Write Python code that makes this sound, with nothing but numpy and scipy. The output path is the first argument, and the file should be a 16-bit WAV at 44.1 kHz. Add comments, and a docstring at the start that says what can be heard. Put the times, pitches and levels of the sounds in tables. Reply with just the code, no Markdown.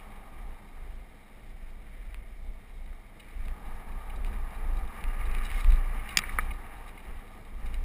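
"""Knobbly mountain bike tyres roar on dirt and crunch over gravel, fast down a forest trail.
Heard from a camera on the rider: gusts buffet the microphone, and jolts tick and shake its mount.
The wheels whirr, a brake disc rubs, the chain rattles, and on one rough patch a stone clacks on the
frame and the suspension knocks. The recorder holds each sample, which adds a glassy fizz."""
import sys
import numpy as np
from scipy import signal
from scipy.io import wavfile
from scipy.ndimage import uniform_filter1d

SR = 44100
rng = np.random.default_rng(int(sys.argv[2]) if len(sys.argv) > 2 else 0)


def digitize_waveform(pressure):
    """Quantize a signal to 16-bit integers and store it at the path in sys.argv[1].

    Rows of a 2-D input are taken as channels; values are limited to [-1, 1].
    """
    field = np.atleast_2d(pressure).T
    bounded = np.clip(field, -1, 1)
    quanta = np.round(bounded * 32767).astype(np.int16)
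    wavfile.write(sys.argv[1], SR, quanta)


N = 345744


def gain_of(db):
    """Decibels to amplitude."""
    return 10 ** (np.asarray(db) / 20)


def unit_rms(x):
    """Scales to rms 1."""
    return x / np.sqrt(np.mean(x ** 2) + 1e-20)


def add(mix, start_s, sound):
    """Mixes a sound in at start_s."""
    part = mix[round(start_s * SR):][:len(sound)]
    part += sound[:len(part)]


def coloured(x, spectrum):
    """Minimum-phase filter, so each click rings after it lands; rms 1."""
    hz, db = np.transpose(spectrum)
    bin_hz = np.abs(np.fft.fftfreq(N, 1 / SR))
    log_gain = np.log(gain_of(np.interp(np.log(bin_hz + 1), np.log(hz), db)))
    response = np.exp(np.conj(signal.hilbert(log_gain)))
    return unit_rms(np.fft.ifft(np.fft.fft(x) * response).real)


def flutter(depth_db, per_s):
    """A gain that wanders at random."""
    knots = rng.standard_normal(N)
    return gain_of(depth_db * np.interp(np.arange(N) * per_s / SR, np.arange(N), knots))


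def impacts(per_s, spread_db):
    """Random clicks of either sign, most small, a few large; rms 1."""
    size = gain_of(spread_db * np.minimum(rng.exponential(1, N), 4))
    return unit_rms(size * rng.choice([-1, 1], N) * (rng.random(N) < per_s / SR))


def ring(modes, tilt_db, knee_hz, contact_s):
    """Modes swell during contact, then decay; tilt_db per octave above the knee; peak 1."""
    t = np.arange(SR // 10) / SR
    hz, db, t60_s = np.transpose(modes)[:, :, None]
    size = gain_of(db + tilt_db * np.log2(np.maximum(hz / knee_hz, 1)))
    partials = size * gain_of(-60 * t / t60_s) * np.sin(2 * np.pi * hz * t)
    sign = (-1) ** np.arange(len(modes))  # neighbouring modes swing opposite ways
    x = sign @ partials * (1 - np.exp(-(t / contact_s) ** 2))
    return x / np.abs(x).max()


def swing(spectrum):
    """An irregular oscillation of even strength; rms 1."""
    analytic = signal.hilbert(coloured(rng.standard_normal(N), spectrum))
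    envelope = np.sqrt(uniform_filter1d(np.abs(analytic) ** 2, size=3500))
    return unit_rms(analytic.real / envelope)


def swells(events):
    """Gain of half-sine arches, summed in power."""
    t = np.arange(N) / SR
    power = np.zeros(N)
    for start_s, length_s, db in events:
        phase = np.clip((t - start_s) / length_s, 0, 1)
        power += (gain_of(db) * np.sin(np.pi * phase)) ** 2
    return np.sqrt(power)


# Packed trail, a loose stretch, then out again. Each row: time in seconds, roar in dB, crunch in dB.
TRAIL_LEVELS = [(0, -57.5, -60), (.26, -57.5, -61), (.75, -60, -62.5), (1.05, -63.5, -64.5),
                (1.6, -66, -62.5), (2.2, -67.5, -63.5), (3.0, -64.5, -64), (3.44, -62.5, -58),
                (3.56, -55, -59), (4.25, -54, -57), (4.85, -53.5, -54), (5.42, -54.5, -47),
                (5.88, -54, -51), (6.3, -55, -48), (6.6, -53.5, -56.5), (7.1, -58.5, -57.5),
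                (7.52, -60, -60.5), (7.71, -59, -54.5), (7.84, -63, -59)]


def trail_gain(base_db, per_roar, per_crunch):
    """Gain that follows the roar of dirt and the crunch of gravel; slopes in dB per dB."""
    time_s, roar_db, crunch_db = np.transpose(TRAIL_LEVELS)
    reference_db = -58
    db = base_db + per_roar * (roar_db - reference_db) + per_crunch * (crunch_db - reference_db)
    return gain_of(np.interp(np.arange(N) / SR, time_s, db))


# Wheel and brake disc spectra. Each row: frequency in Hz, relative density in dB.
WHIRR_SPECTRUM = [(500, -26.5), (600, -15), (648, 6), (700, -1), (765, -1.5), (850, -21), (1500, -32.5),
                  (1980, -15), (2100, 2.5), (2260, -1), (2420, -25), (3000, -28)]
DISC_SPECTRUM = [(1500, -45), (2040, -18), (2160, 4), (2280, -24), (2750, -31), (2900, -9), (3050, -20),
                 (4000, -40)]
# Disc rubs. Each row: start in seconds, level in dB, length in seconds.
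DISC_RUBS = [(5.536, -46.5, 0.066), (5.965, -51.5, 0.051)]


def wheels():
    """The wheels whirr steadily; a brake disc brushes its pads and sings faintly."""
    out = gain_of(-65.5) * coloured(impacts(per_s=5000, spread_db=1), WHIRR_SPECTRUM)
    disc = coloured(rng.standard_normal(N), DISC_SPECTRUM)
    for start_s, db, length_s in DISC_RUBS:
        rub = disc[round(start_s * SR):][:int(length_s * SR)]
        add(out, start_s, gain_of(db) * unit_rms(rub) * signal.windows.tukey(len(rub), .4))
    return out


# Wind spectra. Each row: frequency in Hz, relative density in dB.
SWAY_SPECTRUM = [(5, -22.5), (16, -14), (22, -3.5), (27.5, 5.5), (32, -4.5), (39, -13.5), (60, -27),
                 (100, -49.5), (200, -89.5)]
JUDDER_SPECTRUM = [(25, -24), (42, -2), (52, 1), (58, 2), (65, -5.5), (75, -25), (100, -34.5), (200, -63.5)]
RUSH_SPECTRUM = [(40, 0.5), (80, 4), (110, 3.5), (160, -2.5), (190, 0.5), (212, 5), (238, -2.5), (340, -6),
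                 (480, -5.5), (600, -10), (1000, -15), (2500, -28), (5500, -39.5)]
# Gusts. Each row: start in seconds, length in seconds, relative peak in dB.
WIND_GUSTS = [(.32, .29, -38.5), (.68, 0.42, -38), (1.35, 0.58, -41.5), (1.75, 0.73, -40),
              (2.36, 0.26, -36.5), (2.66, 0.36, -39), (3.31, 0.28, -35), (3.61, .21, -34.5),
              (3.83, .2, -35), (4.02, .54, -30), (4.52, .42, -29), (5.1, 0.44, -28.5), (5.64, .22, -25),
              (5.83, .24, -30.5), (6.22, .42, -32), (7.04, .18, -37), (7.45, .6, -30.5)]


def wind():
    """Gusts shake the microphone with a slow sway and a faster judder, over a softer rush of air."""
    gusts = swells(WIND_GUSTS)
    buffet_gain = np.hypot(trail_gain(-46.5, per_roar=.55, per_crunch=.24), gusts)
    buffet_gain *= flutter(depth_db=1.3, per_s=14)
    rush_gain = np.hypot(trail_gain(-57, per_roar=.24, per_crunch=.35), gain_of(-25.5) * gusts)
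    shake = gain_of(.4) * swing(SWAY_SPECTRUM) + gain_of(-7.5) * swing(JUDDER_SPECTRUM)
    air = coloured(rng.standard_normal(N), RUSH_SPECTRUM) * flutter(depth_db=1.27, per_s=30)
    return buffet_gain * shake + gain_of(3.5) * rush_gain * air


# Jolts of the camera mount. Each row: start in seconds, tick peak in dB, shake level in dB.
MOUNT_JOLTS = [(2.1445, -32.5, -36.5), (3.4832, -35.5, -35.5), (4.2473, -33, -30.5), (5.0399, -28.5, -26.5),
               (5.3495, -28.5, -26.5), (5.5153, -30.5, -24), (5.6454, -28, -13.5), (5.7222, -31, -22)]
# Mount sway and judder. Each row: frequency in Hz, relative level in dB, unstretched rise in seconds.
MOUNT_SWINGS = [(28.5, 0, .03), (50, -9, .02)]


def mount_thumps(heavy_db=-27, stretch_per_db=.035):
    """Each jolt drops the camera, which swings for a few deep cycles, longer after a heavy jolt."""
    out = np.zeros(N)
    t = np.arange(SR // 2) / SR
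    for start_s, _, shake_db in MOUNT_JOLTS:
        stretch = 1 + stretch_per_db * max(shake_db - heavy_db, 0)
        for hz, db, rise_s in MOUNT_SWINGS:
            age = t / (rise_s * stretch)
            envelope = np.sqrt(2) * gain_of(shake_db + db) * age * np.exp(1 - age)
            add(out, start_s, -envelope * np.sin(2 * np.pi * hz * t))
    return out


# Mount modes. Each row: frequency in Hz, relative level in dB, T60 in seconds.
MOUNT_MODES = [(1110, -4.5, 0.0062), (1980, -1, 0.0052), (2490, 1, 0.0068), (3550, -1.5, 0.0023),
               (4670, -9, 0.0036)]


def mount_ticks():
    """Each jolt ticks the damped plastic of the mount."""
    out = np.zeros(N)
    tick = ring(MOUNT_MODES, tilt_db=-1.5, knee_hz=2500, contact_s=.00006)
    for start_s, db, _ in MOUNT_JOLTS:
        add(out, start_s, gain_of(db) * tick)
    return out


# Chain and cable modes. Each row: frequency in Hz, relative level in dB, T60 in seconds.
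CHAIN_MODES = [(1180, -7, 0.0068), (1820, -24, 0.01), (2154, 8, 0.032), (2460, 3.5, 0.03), (2873, 2, 0.03),
               (3650, 0.5, 0.01), (3884, -1, 0.033), (4640, -9, 0.012), (5190, -3.5, 0.0053)]
# Slaps. Each row: start in seconds, rms in dB, length in seconds, tilt in dB per octave.
CHAIN_SLAPS = [(3.193, -52.5, .016, 4), (3.304, -58, .009, 5), (3.45, -58, .012, 10),
               (3.914, -55, 0.0098, -1), (4.096, -49.5, 0.01, -5), (4.158, -56, .0055, 19),
               (4.26, -52.5, 0.011, 3), (5.207, -45, .0088, -15), (5.31, -47, .0079, 7),
               (5.445, -45, 0.013, 11), (5.596, -44.5, 0.018, 6), (5.7, -47.5, .008, 1),
               (6.088, -38.5, 0.0057, 5), (6.098, -46.5, .022, -5), (6.184, -32, 0.0061, .5),
               (6.216, -41, 0.0064, -10), (6.504, -42.5, 0.014, -11), (6.874, -54, 0.025, 5),
               (6.9735, -48, .009, -8), (7.656, -55, .014, 9), (7.74, -44, 0.0045, 7)]


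def chain_slaps():
    """Each slap is a short flurry of link contacts ringing the same metal."""
    out = np.zeros(N)
    for start_s, db, length_s, tilt_db in CHAIN_SLAPS:
        contacts = rng.standard_normal(SR // 10)[:int(length_s * SR)]
        link = ring(CHAIN_MODES, tilt_db, knee_hz=1200, contact_s=.0001)
        flurry = signal.fftconvolve(contacts * signal.windows.tukey(len(contacts), .5), link)
        flurry *= np.sqrt(len(contacts) / np.sum(flurry ** 2))
        add(out, start_s, gain_of(db) * flurry)
    return out


def chain_jingle(per_s=8, decay_s=.005):
    """The links jingle in faint random flurries, louder on loose ground."""
    starts = rng.random(N) < per_s / SR
    envelope = signal.lfilter([1], [1, -np.exp(-1 / (decay_s * SR))], starts)
    link = ring(CHAIN_MODES, tilt_db=6.5, knee_hz=1200, contact_s=.0001)
    jingle = signal.oaconvolve(envelope * rng.standard_normal(N), link)[:N]
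    return trail_gain(-72, per_roar=.3, per_crunch=.9) * unit_rms(jingle)


# Frame and suspension modes. Each row: frequency in Hz, relative level in dB, T60 in seconds.
FRAME_MODES = [(168, -18.5, 0.047), (427, -16, 0.012), (1110, -10.5, 0.012), (1855, -0.5, 0.012),
               (2320, 1.5, 0.013), (2695, -1.5, 0.013), (3350, 0.5, 0.0081), (3850, -10, 0.013),
               (4810, 1, 0.011), (5450, 1, 0.0057)]
SUSPENSION_MODES = [(213, -17, 0.042), (490, -12, 0.027), (915, -0.5, 0.01), (1242, 5, 0.027),
                    (1540, 7.5, 0.012), (1750, 6, 0.035), (1993, 17, 0.0083), (2285, 6.5, 0.034)]
# Blows. Each row: start in seconds, peak in dB, tilt in dB per octave.
STONE_HITS = [(6.172, -1.5, 4), (6.186, -24, -1.5), (6.189, -13, -1)]
SUSPENSION_KNOCKS = [(2.929, -45, -9), (6.19, -23.5, -22), (6.2381, -25, 10), (6.2932, -28, 7),
                     (6.3864, -11, -11), (6.3928, -22, 19)]


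def blows():
    """A stone strikes the frame hard and bounces; softer blows ring the suspension."""
    out = np.zeros(N)
    for start_s, db, tilt_db in STONE_HITS:
        clack = ring(FRAME_MODES, tilt_db, knee_hz=2460, contact_s=.00008)
        add(out, start_s, gain_of(db) * clack)
    for start_s, db, tilt_db in SUSPENSION_KNOCKS:
        knock = ring(SUSPENSION_MODES, tilt_db, knee_hz=1200, contact_s=.00021)
        add(out, start_s, gain_of(db) * knock)
    return out


def reflections(x, wet_db, t60_s):
    """Adds short reflections from the ground and the rider."""
    t = np.arange(SR // 4) / SR
    tail = rng.standard_normal(len(t)) * gain_of(-60 * t / t60_s) * (t > .002)
    return x + gain_of(wet_db) * signal.fftconvolve(x, tail / np.linalg.norm(tail))[:N]


# Tyre and ground spectra. Each row: frequency in Hz, relative density in dB.
SCRUB_SPECTRUM = [(250, -22), (560, -16.5), (650, -5.5), (720, -2.5), (795, 4), (860, -1.5), (930, 1),
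                  (1010, -15), (1500, -19.5), (3000, -48)]
CASING_SPECTRUM = [(600, -38), (1000, -5.5), (1130, 2), (1215, 5.5), (1290, -1.5), (1400, -13.5),
                   (1700, -3), (3000, -50)]
GRAVEL_SPECTRUM = [(700, -23), (1350, -5), (1680, -4.5), (1850, 2), (2000, 1), (2140, -1), (2350, 2),
                   (2580, -9), (2880, -5), (3300, -26.5), (5500, -30.5)]
GRIT_SPECTRUM = [(1200, -5.5), (2400, -5.5), (2850, -12), (3150, 2), (3380, -3.5), (3650, 1.5), (3920, -1),
                 (4120, -8), (4800, -9), (5350, -7), (5900, -20), (6500, -33)]
# Slides that throw grit. Each row: start in seconds, length in seconds, relative peak in dB.
TYRE_SLIDES = [(5.44, 0.27, -54), (6.2, 0.28, -59)]


def tyres():
    """Knobs scrub the dirt and ring the casing; gravel crunches, grit sprays off and pebbles pop."""
    patches = flutter(depth_db=1.65, per_s=9)
    gravel_gain = trail_gain(-58.5, per_roar=0, per_crunch=.99) * patches
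    grit_gain = np.hypot(trail_gain(-65.5, per_roar=.05, per_crunch=.38), swells(TYRE_SLIDES))
    load = flutter(depth_db=.86, per_s=35)  # small bumps press the tyres into the ground
    scrub = coloured(impacts(per_s=7000, spread_db=1.5), SCRUB_SPECTRUM)
    scrub *= trail_gain(-59, per_roar=1.2, per_crunch=0)
    casing = coloured(impacts(per_s=5000, spread_db=.5), CASING_SPECTRUM)
    casing *= trail_gain(-59, per_roar=.93, per_crunch=.6)
    gravel = gravel_gain * coloured(impacts(per_s=4000, spread_db=3), GRAVEL_SPECTRUM)
    grit = gain_of(-2) * grit_gain * coloured(impacts(per_s=4500, spread_db=2), GRIT_SPECTRUM)
    grit *= flutter(depth_db=1, per_s=98)
    pebbles = gain_of(-19) * gravel_gain * coloured(impacts(per_s=96, spread_db=1.5), GRIT_SPECTRUM)
    return load * (scrub + casing + gravel + grit + pebbles)


def scene():
    """The rolling bike and its clatter at one microphone."""
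    rolling = wind() + mount_thumps() + wheels() + tyres()
    clatter = mount_ticks() + blows() + chain_slaps() + chain_jingle()
    return (rolling + reflections(clatter, wet_db=-22, t60_s=.055))[None]


def record(dry):
    """Sample-and-hold mirrors the sound faintly into the treble; a low-pass limits the band."""
    hold_hz, repeats, cutoff_hz = 12000, 4, 15350
    sampled = signal.resample_poly(dry, hold_hz, SR, axis=1)
    held = np.repeat(sampled, repeats, axis=1)
    out = signal.resample_poly(held, SR, hold_hz * repeats, axis=1)[:, :N]
    lowpass = signal.firwin(511, cutoff_hz, window=("kaiser", 9), fs=SR)
    return signal.oaconvolve(out, lowpass[None], "same")


dry = scene()
out = record(dry)
digitize_waveform(out)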